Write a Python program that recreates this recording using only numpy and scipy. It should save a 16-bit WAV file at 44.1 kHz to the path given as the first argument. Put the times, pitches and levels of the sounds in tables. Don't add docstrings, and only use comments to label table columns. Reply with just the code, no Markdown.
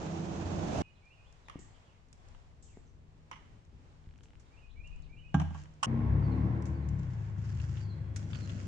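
import sys
import numpy as np
from scipy import signal
from scipy.fft import rfft, irfft, next_fast_len
from scipy.io import wavfile
from scipy.ndimage import uniform_filter1d, map_coordinates

SR = 44100
rng = np.random.default_rng(int(sys.argv[2]) if len(sys.argv) > 2 else 0)


def wrap_up_sound(samples):
    columns = np.atleast_2d(samples).T
    tamed = np.clip(columns, -1, 1)
    steps = np.round(tamed * 32767).astype(np.int16)
    wavfile.write(sys.argv[1], SR, steps)


N = 382347
TIME = np.arange(N) / SR
CAR_END_S, QUIET_END_S, TRUCK_START_S = 0.821, 5.8285, 5.860


def amp(db):
    return 10 ** (np.asarray(db) / 20)


def unit(x):
    return x / np.sqrt(np.mean(x ** 2) + 1e-20)


def along(points, hz):
    freqs, values = np.transpose(points)
    return np.interp(np.log(hz + 1), np.log(freqs + 1), values)


def curves(rows):
    times, *columns = np.transpose(rows)
    return [np.interp(TIME, times, column) for column in columns]


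def since(s):
    return np.maximum(TIME - s, 0)


def between(start_s, end_s):
    return np.clip(np.minimum(TIME - start_s, end_s - TIME) * 1000, 0, 1)


def bell(s, half_width_s):
    return np.exp(-((TIME - s) / half_width_s) ** 2)


def wobble(rate_hz):
    return map_coordinates(rng.standard_normal(int(N * rate_hz / SR) + 4), [TIME * rate_hz], order=2)


def pan(db):
    return amp([[db / 2], [-db / 2]])


def add(track, s, sound):
    part = track[..., round(s * SR):][..., :sound.shape[-1]]
    part += sound[..., :part.shape[-1]]


def filtered(x, response):
    size = next_fast_len(N + SR // 4)
    return irfft(rfft(x, size) * response(np.fft.rfftfreq(size, 1 / SR)), size)[..., :N]


# f/Hz, L-R correlation
COHERENCE = [(60, 0.73), (200, 0.81), (450, 0.53), (900, -0.17), (9000, 0.074)]

def noise(spectrum, coherence=COHERENCE):
    def response(hz):
        angle = np.arccos(np.clip(along(coherence, hz), -1, 1)) / 2
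        return amp(along(spectrum, hz)) * [np.cos(angle), np.sin(angle)]
    mid, side = filtered(rng.standard_normal((2, N)), response)
    return unit(np.array([mid + side, mid - side]))


def bursts(rows, spectrum):
    envelope, t = np.zeros((2, N)), np.arange(SR // 2) / SR
    for s, db, t60, pan_db in rows:
        add(envelope, s, pan(pan_db) * amp(db - 60 * t / t60))
    return envelope * noise(spectrum)


def hum(lines, drift, waver_db):
    out = np.zeros(N)
    for hz, db in lines:
        gain = amp(db + waver_db * wobble(5.7))
        pitch_hz = hz * (1 + drift * wobble(14))
        out += gain * np.sin(2 * np.pi * np.cumsum(pitch_hz) / SR)
    return out


# f/Hz, level/dB, peak t/s
CAR_TONES = [(90.3, -41, 0.52), (164.3, -37.5, 0.064), (192, -43, 0.14), (330.8, -42.5, 0.28)]
# f/Hz, level/dB
CAR_RUMBLE = [(21, -41), (35, -11.5), (76, 0), (113, -3), (161, 4), (297, -8), (334, -18.5), (450, -10.5),
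              (580, -38), (990, -120)]
TYRE_ROAR = [(180, -20.5), (300, -7), (332, -5.5), (400, -11), (679, -10.5), (773, -11), (1290, -21),
             (2230, -28.5), (2500, -26.5), (4710, -33.5), (6540, -30.5), (7660, -38), (9230, -57.5),
             (12000, -72.5)]
TREAD_HOWL = [(420, -47), (620, 3), (810, -6), (1300, -45)]

def car(tone_fall_db_per_s=20.5, howl_rise_db_per_s=53):
    near = np.clip(TIME / CAR_END_S, 0, 1)
    engine = np.zeros(N)
    for hz, db, s in CAR_TONES:
        swell = amp(db - tone_fall_db_per_s * np.abs(TIME - s))
        engine += swell * hum([(hz, 0)], drift=0.006, waver_db=2.5)
    rumble = amp(-43 + 9 * near ** 2) * noise(CAR_RUMBLE)
    tyres = amp(-43.5 + 8 * near ** 4 + 0.93 * wobble(62.3)) * noise(TYRE_ROAR)
    howl = amp(-39 + howl_rise_db_per_s * np.minimum(TIME - CAR_END_S, 0)) * noise(TREAD_HOWL)
    return ((engine + rumble) * pan(-2.8) + (tyres + howl) * pan(-5)) * between(-1, CAR_END_S)


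def song(notes, phrases, rough):
    def quaver(rate_hz, n):
        return np.interp(np.arange(n) * rate_hz / SR, np.arange(256), rng.standard_normal(256))
    out = np.zeros(N)
    for start_s, phrase_db, stretch in phrases:
        for s, length_s, from_hz, to_hz, db in notes:
            n = round(length_s * stretch * SR)
            jitter = rough * (quaver(449, n) + 0.5 * quaver(40, n))
            pitch_hz = np.geomspace(from_hz, to_hz, n) * (1 + jitter)
            envelope = amp(phrase_db + db + 1.5 + 2.5 * quaver(70, n)) * signal.windows.tukey(n, 0.9)
            add(out, start_s + s * stretch, envelope * np.sin(2 * np.pi * np.cumsum(pitch_hz) / SR))
    return out


# t/s, relative level/dB, time stretch
WARBLES = [(0.591, -60.5, 1.1), (.94, -61.5, 1.06), (4.45, -64.5, 0.77), (4.685, -57.5, 1),
           (5.018, -57.5, 0.96)]
CHIRPS = [(6.215, -67.5, 0.92), (6.72, -74.5, 0.96), (7.793, -61.5, 0.98), (8.315, -58.5, 0.99)]
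# t/s, length/s, start f/Hz, end f/Hz, relative level/dB
WARBLE_NOTES = [(.065, .055, 2220, 2380, -7), (.1, .05, 2400, 2400, 0), (.145, .06, 2560, 3050, 3),
                (.21, .075, 2500, 2540, -1), (.27, .04, 2650, 3050, -10)]
WARBLE_SWEEP = [(0, .05, 4300, 3100, -8)]
CHIRP_NOTES = [(0, .085, 4800, 4150, -1), (.09, .065, 4300, 4020, 0)]
WHISTLES = [(1.24, 0.061, 2750, 3590, -65), (1.42, 0.19, 4100, 2490, -65), (1.5, 0.2, 2600, 1530, -66.5),
            (1.73, 0.064, 3400, 2780, -66), (1.8, 0.22, 4110, 1697, -69.5), (2.61, .22, 4300, 1444, -71),
            (2.86, 0.028, 6300, 5630, -66)]

def birds(echo_s=0.022):
    clear = song(WARBLE_NOTES, WARBLES, rough=0.016) + song(CHIRP_NOTES, CHIRPS, rough=0.024)
    husky = song(WARBLE_SWEEP, WARBLES, rough=0.1) + song(WHISTLES, [(0, 0, 1)], rough=0.065)
    sung = clear + amp(-3) * husky
    echo = filtered(sung, lambda hz: np.exp(-2j * np.pi * hz * echo_s))
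    return (amp(-4) * sung + amp(-10) * echo + amp(-8) * yard(sung)) * pan(-6.5)


# f/Hz, t60/s
YARD_DECAY = [(100, 0.51), (1000, .45), (3000, 0.73), (9000, 0.36)]

def yard(x, predelay_samples=400):
    hz, t, bins = signal.stft(rng.standard_normal((2, SR // 2)), SR, nperseg=256)
    decay = amp(-60 * t / along(YARD_DECAY, hz)[:, None])
    _, tail = signal.istft(bins * decay, SR, nperseg=256)
    tail = np.pad(tail / np.linalg.norm(tail[0]), ((0, 0), (predelay_samples, 0)))
    return signal.fftconvolve(np.atleast_2d(x), tail, axes=1)[:, :N]


# t/s, relative traffic level/dB, relative air level/dB
STREET_LEVELS = [(0.9, -65, -72), (1.9, -66, -71.5), (2.85, -61.5, -73.5), (3.71, -62, -74.5),
                 (4.4, -65, -73.5), (5.25, -61.5, -72)]
# f/Hz, level/dB
TRAFFIC = [(29, -24.5), (50, -2), (102, -1.5), (182, -13), (248, -14), (349, -19), (444, -22), (600, -34.5),
           (780, -54), (1320, -120)]
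AIR = [(240, -32), (400, -8), (578, -5.5), (891, -6), (1170, -8.5), (1300, -11), (2520, -14.5),
       (3980, -19.5), (7290, -23.5), (9230, -36.5), (12000, -49)]

def street():
    traffic_db, air_db = curves(STREET_LEVELS)
    traffic = amp(traffic_db + 2.5 + 2 * wobble(11)) * noise(TRAFFIC)
    air = amp(air_db + 3.5 + 1.73 * wobble(5.7)) * noise(AIR)
    return traffic * pan(1.8) + air * pan(-1)


# t/s, level/dB
BREEZE_LEVEL = [(1.1, -68), (1.6, -59.5), (1.92, -71), (2.25, -57.5), (3.3, -66), (4.5, -62), (4.8, -52),
                (5.3, -56), (5.9, -65)]
# f/Hz, level/dB
BUFFETING = [(15, -10.5), (30, -1.5), (55, -8), (100, -15.5), (250, -51.5), (600, -86.5)]

def breeze(gust_db=2):
    level_db, = curves(BREEZE_LEVEL)
    return amp(level_db + gust_db * wobble(6.1)) * noise(BUFFETING, coherence=[(30, 0.1)]) * pan(9)


def far_engine(hz=156, nears_at_s=4.69, rise_db_per_s=18.5):
    gain = amp(-70.5 + rise_db_per_s * since(nears_at_s)) * between(0, TRUCK_START_S)
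    return gain * hum([(hz, 0)], drift=0.022, waver_db=3.5)


# t/s, level/dB, t60/s, L-R/dB
GRIT_SNAPS = [(1.3259, -61.5, .02, 0), (2.1286, -51.5, 0.021, -0.5), (2.2862, -58.5, 0.013, -1.5),
              (3.3137, -52, 0.012, 0.5), (4.233, -64.5, 0.13, 0), (4.397, -64.5, 0.11, 0),
              (4.874, -63.5, .04, 1), (5.637, -57.5, .015, 0), (6.623, -55.5, 0.027, -4),
              (6.655, -54.5, 0.11, 1), (6.888, -52.5, 0.027, 1), (8.161, -42, 0.069, -2),
              (8.629, -54.5, 0.019, 0.5)]
# f/Hz, level/dB
GRIT_SPECTRUM = [(500, -27), (1500, -4), (4000, -10.5), (6000, -1), (7500, -2.5), (8600, -15.5),
                 (11000, -22.5)]

def grit(fine_count=7, fine_db=-70, scatter_db=2, fine_t60_s=0.025):
    fine = []
    for when, size in rng.random((fine_count, 2)):
        s = CAR_END_S + when * (QUIET_END_S - CAR_END_S)
        fine.append((s, fine_db - scatter_db * np.log(1 - size), fine_t60_s, 0))
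    return bursts(GRIT_SNAPS + fine, GRIT_SPECTRUM)


# t/s, level/dB, t60/s, L-R/dB
HANDLE_CLICKS = [(1.4845, -42.5, 0.023, 3), (1.498, -41, 0.028, -5), (1.512, -61, 0.34, 1),
                 (2.3484, -57.5, .025, -5), (3.3133, -39.5, 0.057, -4.5), (3.329, -49.5, 0.098, -7),
                 (3.357, -56, 0.15, -2), (5.657, -55.5, 0.023, -2)]
# f/Hz, level/dB
HANDLE_SPECTRUM = [(300, -10.5), (700, -12), (950, 6), (1200, 3.5), (1600, -8), (2130, 1), (2500, -11),
                   (3050, -3), (4000, -26), (6000, -16), (8000, -38), (11000, -54)]
# t/s, level/dB, f/Hz, t60/s
WIRE_RINGS = [(3.3135, -66, 2090, 0.41), (3.329, -44.5, 2990, .022), (5.546, -49.5, 1127, 0.13)]

def handle():
    wire, t = np.zeros(N), np.arange(SR // 2) / SR
    for s, db, hz, t60 in WIRE_RINGS:
        add(wire, s, amp(db - 60 * t / t60) * np.sin(2 * np.pi * hz * t))
    return bursts(HANDLE_CLICKS, HANDLE_SPECTRUM) + wire


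# t/s, relative level/dB, nominal f/Hz, t60/s
STEPS = [(1.557, -38.5, 249, 0.038), (1.592, -50, 330, 0.034), (2.772, -46.5, 354, 0.026),
         (4.072, -47.5, 74.5, 0.21)]
# t/s, level/dB, t60/s, L-R/dB
SCUFFS = [(1.591, -61, 0.46, -2), (2.625, -62.5, 0.59, 0)]
# f/Hz, level/dB
SCUFF_SPECTRUM = [(2000, -23), (4500, -8), (6500, 0.5), (7700, 6.5), (8300, -15), (9000, -37),
                  (11000, -38.5)]

def boots():
    knocks, t = np.zeros(N), np.arange(SR // 4) / SR
    for s, db, hz, t60 in STEPS:
        for ratio, partial_db in [(0.7, 2.5), (1.1, 2.5), (1.9, -13.5)]:
            add(knocks, s, amp(db + partial_db - 60 * t / t60) * np.sin(2 * np.pi * ratio * hz * t))
    return knocks * pan(1.2) + bursts(SCUFFS, SCUFF_SPECTRUM)


# f/Hz, relative level/dB, t60/s
TICK_MODES = [(885, -11, 0.011), (1680, -2.5, 0.0076), (2230, -4, 0.0065), (2900, -2.5, 0.0057),
              (3700, -21, 0.0035)]

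def ticking(pairs=7, start_s=4.0415, period_s=0.0488, lag_s=0.0202, rise_db_per_s=23):
    out, t = np.zeros(N), np.arange(SR // 20) / SR
    for s in [k * period_s + lag for k in range(pairs) for lag in (0, lag_s)]:
        tick_db = min(-62 + rise_db_per_s * s, -58)
        for hz, mode_db, t60 in TICK_MODES:
            envelope = amp(tick_db + mode_db + rng.normal(0, 2.7) - 60 * t / t60)
            detuned_hz = hz * (1 + rng.normal(0, 0.059))
            add(out, start_s + s, envelope * np.sin(2 * np.pi * detuned_hz * t))
    return out


# t/s, level/dB, tilt/(dB/octave), rattle level/dB, rattle t60/s
LANDINGS = [(5.343, -13, -0.5, -29.5, 0.066), (5.399, -26, -2, -30.5, 0.047),
            (5.416, -30, -6, -40.5, 0.059), (5.506, -35, -2, -52.5, 0.087), (5.546, -46, 2.5, -48.5, 0.14)]
# f/Hz, relative level/dB, t60/s
BUCKET_MODES = [(80.96, -10, 0.61), (152, -4.5, 0.29), (171.7, 5, 0.091), (259.6, -8, 0.11),
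                (293, -14, 0.13), (364, -19.5, 0.055), (812, -10, 0.056), (1162, -12, 0.033),
                (1356, -21.5, 0.049), (1604, -17, 0.059)]
# f/Hz, level/dB
RIM_SPECTRUM = [(200, -11.5), (420, -12), (540, -9), (700, 5), (900, 7), (1400, -7), (2200, -15.5),
                (3100, -9.5), (4400, -36), (5300, -33.5), (5700, -18), (7300, -25), (11000, -67)]

def bucket():
    boom, t = np.zeros(N), np.arange(SR * 3 // 4) / SR
    for s, db, tilt_db, _, _ in LANDINGS:
        for hz, mode_db, t60 in BUCKET_MODES:
            level_db = db + mode_db + tilt_db * np.log2(hz / 160) + rng.normal(0, 0.94)
            attack = 1 - np.exp(-t * hz / 1.62)
            add(boom, s, amp(level_db - 60 * t / t60) * attack * np.sin(2 * np.pi * hz * t))
    rattle = bursts([(s, db, t60, -1.5) for s, _, _, db, t60 in LANDINGS], RIM_SPECTRUM)
    return boom * pan(-1.1) + rattle


# f/Hz, level/dB
SCRAPE_SPECTRUM = [(700, -38.5), (1300, 1), (1800, -1.5), (2300, -6.5), (2800, -3.5), (3800, -12),
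                   (4800, -8), (7200, -7.5), (8300, -22.5), (9200, -27), (12000, -47.5)]

def settling():
    grains = unit(amp(3 * wobble(350)))
    return amp(-62.5) * bell(5.585, half_width_s=0.058) * grains * noise(SCRAPE_SPECTRUM)


# t/s, level/dB, t60/s, L-R/dB
CLATTER_HITS = [(5.8287, -28, 0.12, -6.5), (5.833, -29, 0.02, 16.5), (5.8445, -34, 0.051, 10)]
# f/Hz, level/dB
CLATTER_SPECTRUM = [(180, -31), (300, -26), (532, -24), (1090, 2.5), (1280, -8), (1390, -2), (1490, -7.5),
                    (2330, -23), (2890, -3), (3290, -11.5), (3530, -27), (4710, -24.5), (5510, -15),
                    (7340, -17), (9230, -25.5), (12000, -62)]

def clatter():
    return bursts(CLATTER_HITS, CLATTER_SPECTRUM) * between(QUIET_END_S, TRUCK_START_S)


def crank_rate(driving_s, eased_s, start_hz=31.47, climb_hz_per_s=10.4, fall_hz_per_s3=35,
               cruise_hz=26.37, sag_hz_per_s=0.651):
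    revs_hz = start_hz + climb_hz_per_s * (driving_s - eased_s) - fall_hz_per_s3 * eased_s ** 3
    return np.maximum(revs_hz, cruise_hz - sag_hz_per_s * eased_s)


# f/Hz, gain/dB
PIPE_RESPONSE = [(30, -29), (50, -14), (68, 1), (105, 3.5), (150, -4), (200, -8), (260, -11.5),
                 (340, -10.5), (500, 4.5)]

def exhaust(orders, crank_hz, turns, throttle, rough_db):
    sway_rad = 0.14 + 0.17 * (1 - throttle)
    tone = np.zeros(N)
    for order, db in orders:
        flutter_db = rough_db * wobble(8) + 1.6 * wobble(45)
        phase = 2 * np.pi * order * turns + sway_rad * wobble(12) + rng.uniform(0, 2 * np.pi)
        tone += amp(db + along(PIPE_RESPONSE, order * crank_hz) + flutter_db) * np.sin(phase)
    power = np.abs(uniform_filter1d(tone ** 2, SR // 6))
    return tone / np.sqrt(power + 1e-9)


# multiple of crank rate, relative level/dB
BOOM_ORDERS = [(2, -1), (3, -3), (4, 1), (4.5, -12), (5, -3.5), (5.5, -10), (6, -6.5)]
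BARK_ORDERS = [(7, 4), (8, -9), (9, -4.5), (10, -23.5), (11, -24.5), (12.5, -30)]
# t/s, bark gain/dB, boom gain/dB, half width/s
SURGES = [(5.96, 12, -1.5, 0.14), (6.2, -5, 2, 0.088), (6.35, 11, -2, 0.07), (6.52, 2, -0.5, .06),
          (6.92, -3.5, 4.5, 0.055), (7.1, -3, -1.5, 0.044), (7.62, -1, 3.5, 0.16)]
# f/Hz, level/dB
BURBLE = [(25, -26), (45, -17), (70, -3.5), (150, 4), (200, -5), (300, -29), (600, -45.5), (1500, -100)]
ENGINE_ROAR = [(180, -25.5), (300, 1), (380, -5), (480, -9), (700, -12), (900, -10), (1010, -11),
               (1090, -8), (1190, -21), (2000, -22.5), (2200, -23.5), (2400, -29.5), (2900, -36),
               (4400, -47.5), (5000, -46), (9000, -70)]
TYRE_HISS = [(300, -20), (900, -10), (1500, 1), (2150, -3.5), (2800, -11), (4000, -22), (8000, -47)]

def truck(open_s=0.25, ease_at_s=6.51, close_s=0.062, recede_db_per_s=2.5, panel_hz=331):
    driving_s, eased_s = since(TRUCK_START_S), since(ease_at_s)
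    throttle = np.minimum(driving_s / open_s, 1) * np.exp(-eased_s / close_s)
    crank_hz = crank_rate(driving_s, eased_s)
    turns = np.cumsum(crank_hz * (1 + 0.0032 * wobble(22))) / SR

    boom_db = -33.5 + 6 * throttle - recede_db_per_s * driving_s
    bark_db = -47 - 16 * (1 - np.exp(-eased_s / 0.44))
    roar_db = -44.5 - 17 * (1 - np.exp(-eased_s / 0.54))
    panel_db = -49 - 5 * (crank_hz.max() - crank_hz)
    for s, bark_gain_db, boom_gain_db, half_width_s in SURGES:
        surge = bell(s, half_width_s)
        bark_db += bark_gain_db * surge
        boom_db += boom_gain_db * surge

    boom = amp(boom_db) * exhaust(BOOM_ORDERS, crank_hz, turns, throttle, rough_db=2.5)
    bark = amp(bark_db) * exhaust(BARK_ORDERS, crank_hz, turns, throttle, rough_db=0)
    burble = amp(boom_db - 8.5) * noise(BURBLE)
    puffs = 1 + 0.25 * np.sin(2 * np.pi * 2 * turns)
    roar = amp(roar_db) * puffs * noise(ENGINE_ROAR)
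    tyres = amp(-62 - recede_db_per_s * driving_s) * noise(TYRE_HISS)
    panel = amp(panel_db) * hum([(panel_hz, 0)], drift=0.0054, waver_db=1)
    fade_in = np.minimum(driving_s / 0.012, 1)
    return ((boom + bark + burble) * pan(4) + (roar + tyres + panel) * pan(-1.5)) * fade_in


# f/Hz, relative level/dB
MACHINE_TONES = [(322, -62.5), (355, -60.5), (535, -70), (3332, -77)]

def machine(rise_db_per_s=16, full_at_s=7.95):
    gain = amp(-3 + rise_db_per_s * np.minimum(TIME - full_at_s, 0)) * between(TRUCK_START_S, 9)
    return gain * hum(MACHINE_TONES, drift=0.0025, waver_db=0.5)


# t/s, length/s, level/dB
STROKES = [(6.89, 0.41, -69), (7.342, 0.47, -60.5), (8.139, 0.091, -65), (8.22, 0.43, -58.5)]
# t/s, level/dB, t60/s, L-R/dB
BUMPS = [(7.6, -50.5, 0.036, -1), (7.77, -54.5, 0.092, 1.5), (8.332, -43, 0.028, 3),
         (8.349, -48, 0.059, -7), (8.495, -47.5, 0.041, 7), (8.533, -66, 0.037, 2)]
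# f/Hz, level/dB
BUMP_SPECTRUM = [(400, -24), (1300, 0.5), (2000, -6), (2900, 5), (4500, -10.5), (9000, -41)]

def squeegee(rise_share=0.34, t60_s=0.25):
    push = np.zeros(N)
    for s, length_s, db in STROKES:
        speed = np.minimum(since(s) / (rise_share * length_s), 1)
        push += speed * amp(db - 60 * since(s + length_s) / t60_s)
    grains = unit(amp(1.4 * wobble(55) + 4 * wobble(600)))
    return push * grains * noise(SCRAPE_SPECTRUM) * pan(-3.5) + bursts(BUMPS, BUMP_SPECTRUM)


# f/Hz, level/dB
FAR_RUMBLE = [(30, -49), (110, -16), (165, 11.5), (260, 3.5), (400, -8), (650, -9.5), (900, -29),
              (3000, -50.5)]

def next_car(rise_db_per_s=19.5, nearest_at_s=8.49):
    level_db = -47.5 + rise_db_per_s * np.minimum(TIME - nearest_at_s, 0)
    return amp(level_db) * noise(FAR_RUMBLE) * pan(2.5)


def scene():
    background = (street() + breeze() + far_engine() + machine()) * between(CAR_END_S, 9)
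    work = grit() + handle() + boots() + ticking() + bucket() + settling()
    vehicles = car() + truck() + next_car()
    return vehicles + birds() + background + work + amp(-10) * yard(work) + clatter() + squeegee()


def record(dry):
    return filtered(dry, lambda hz: hz < 11300)


dry = scene()
out = record(dry)
wrap_up_sound(out)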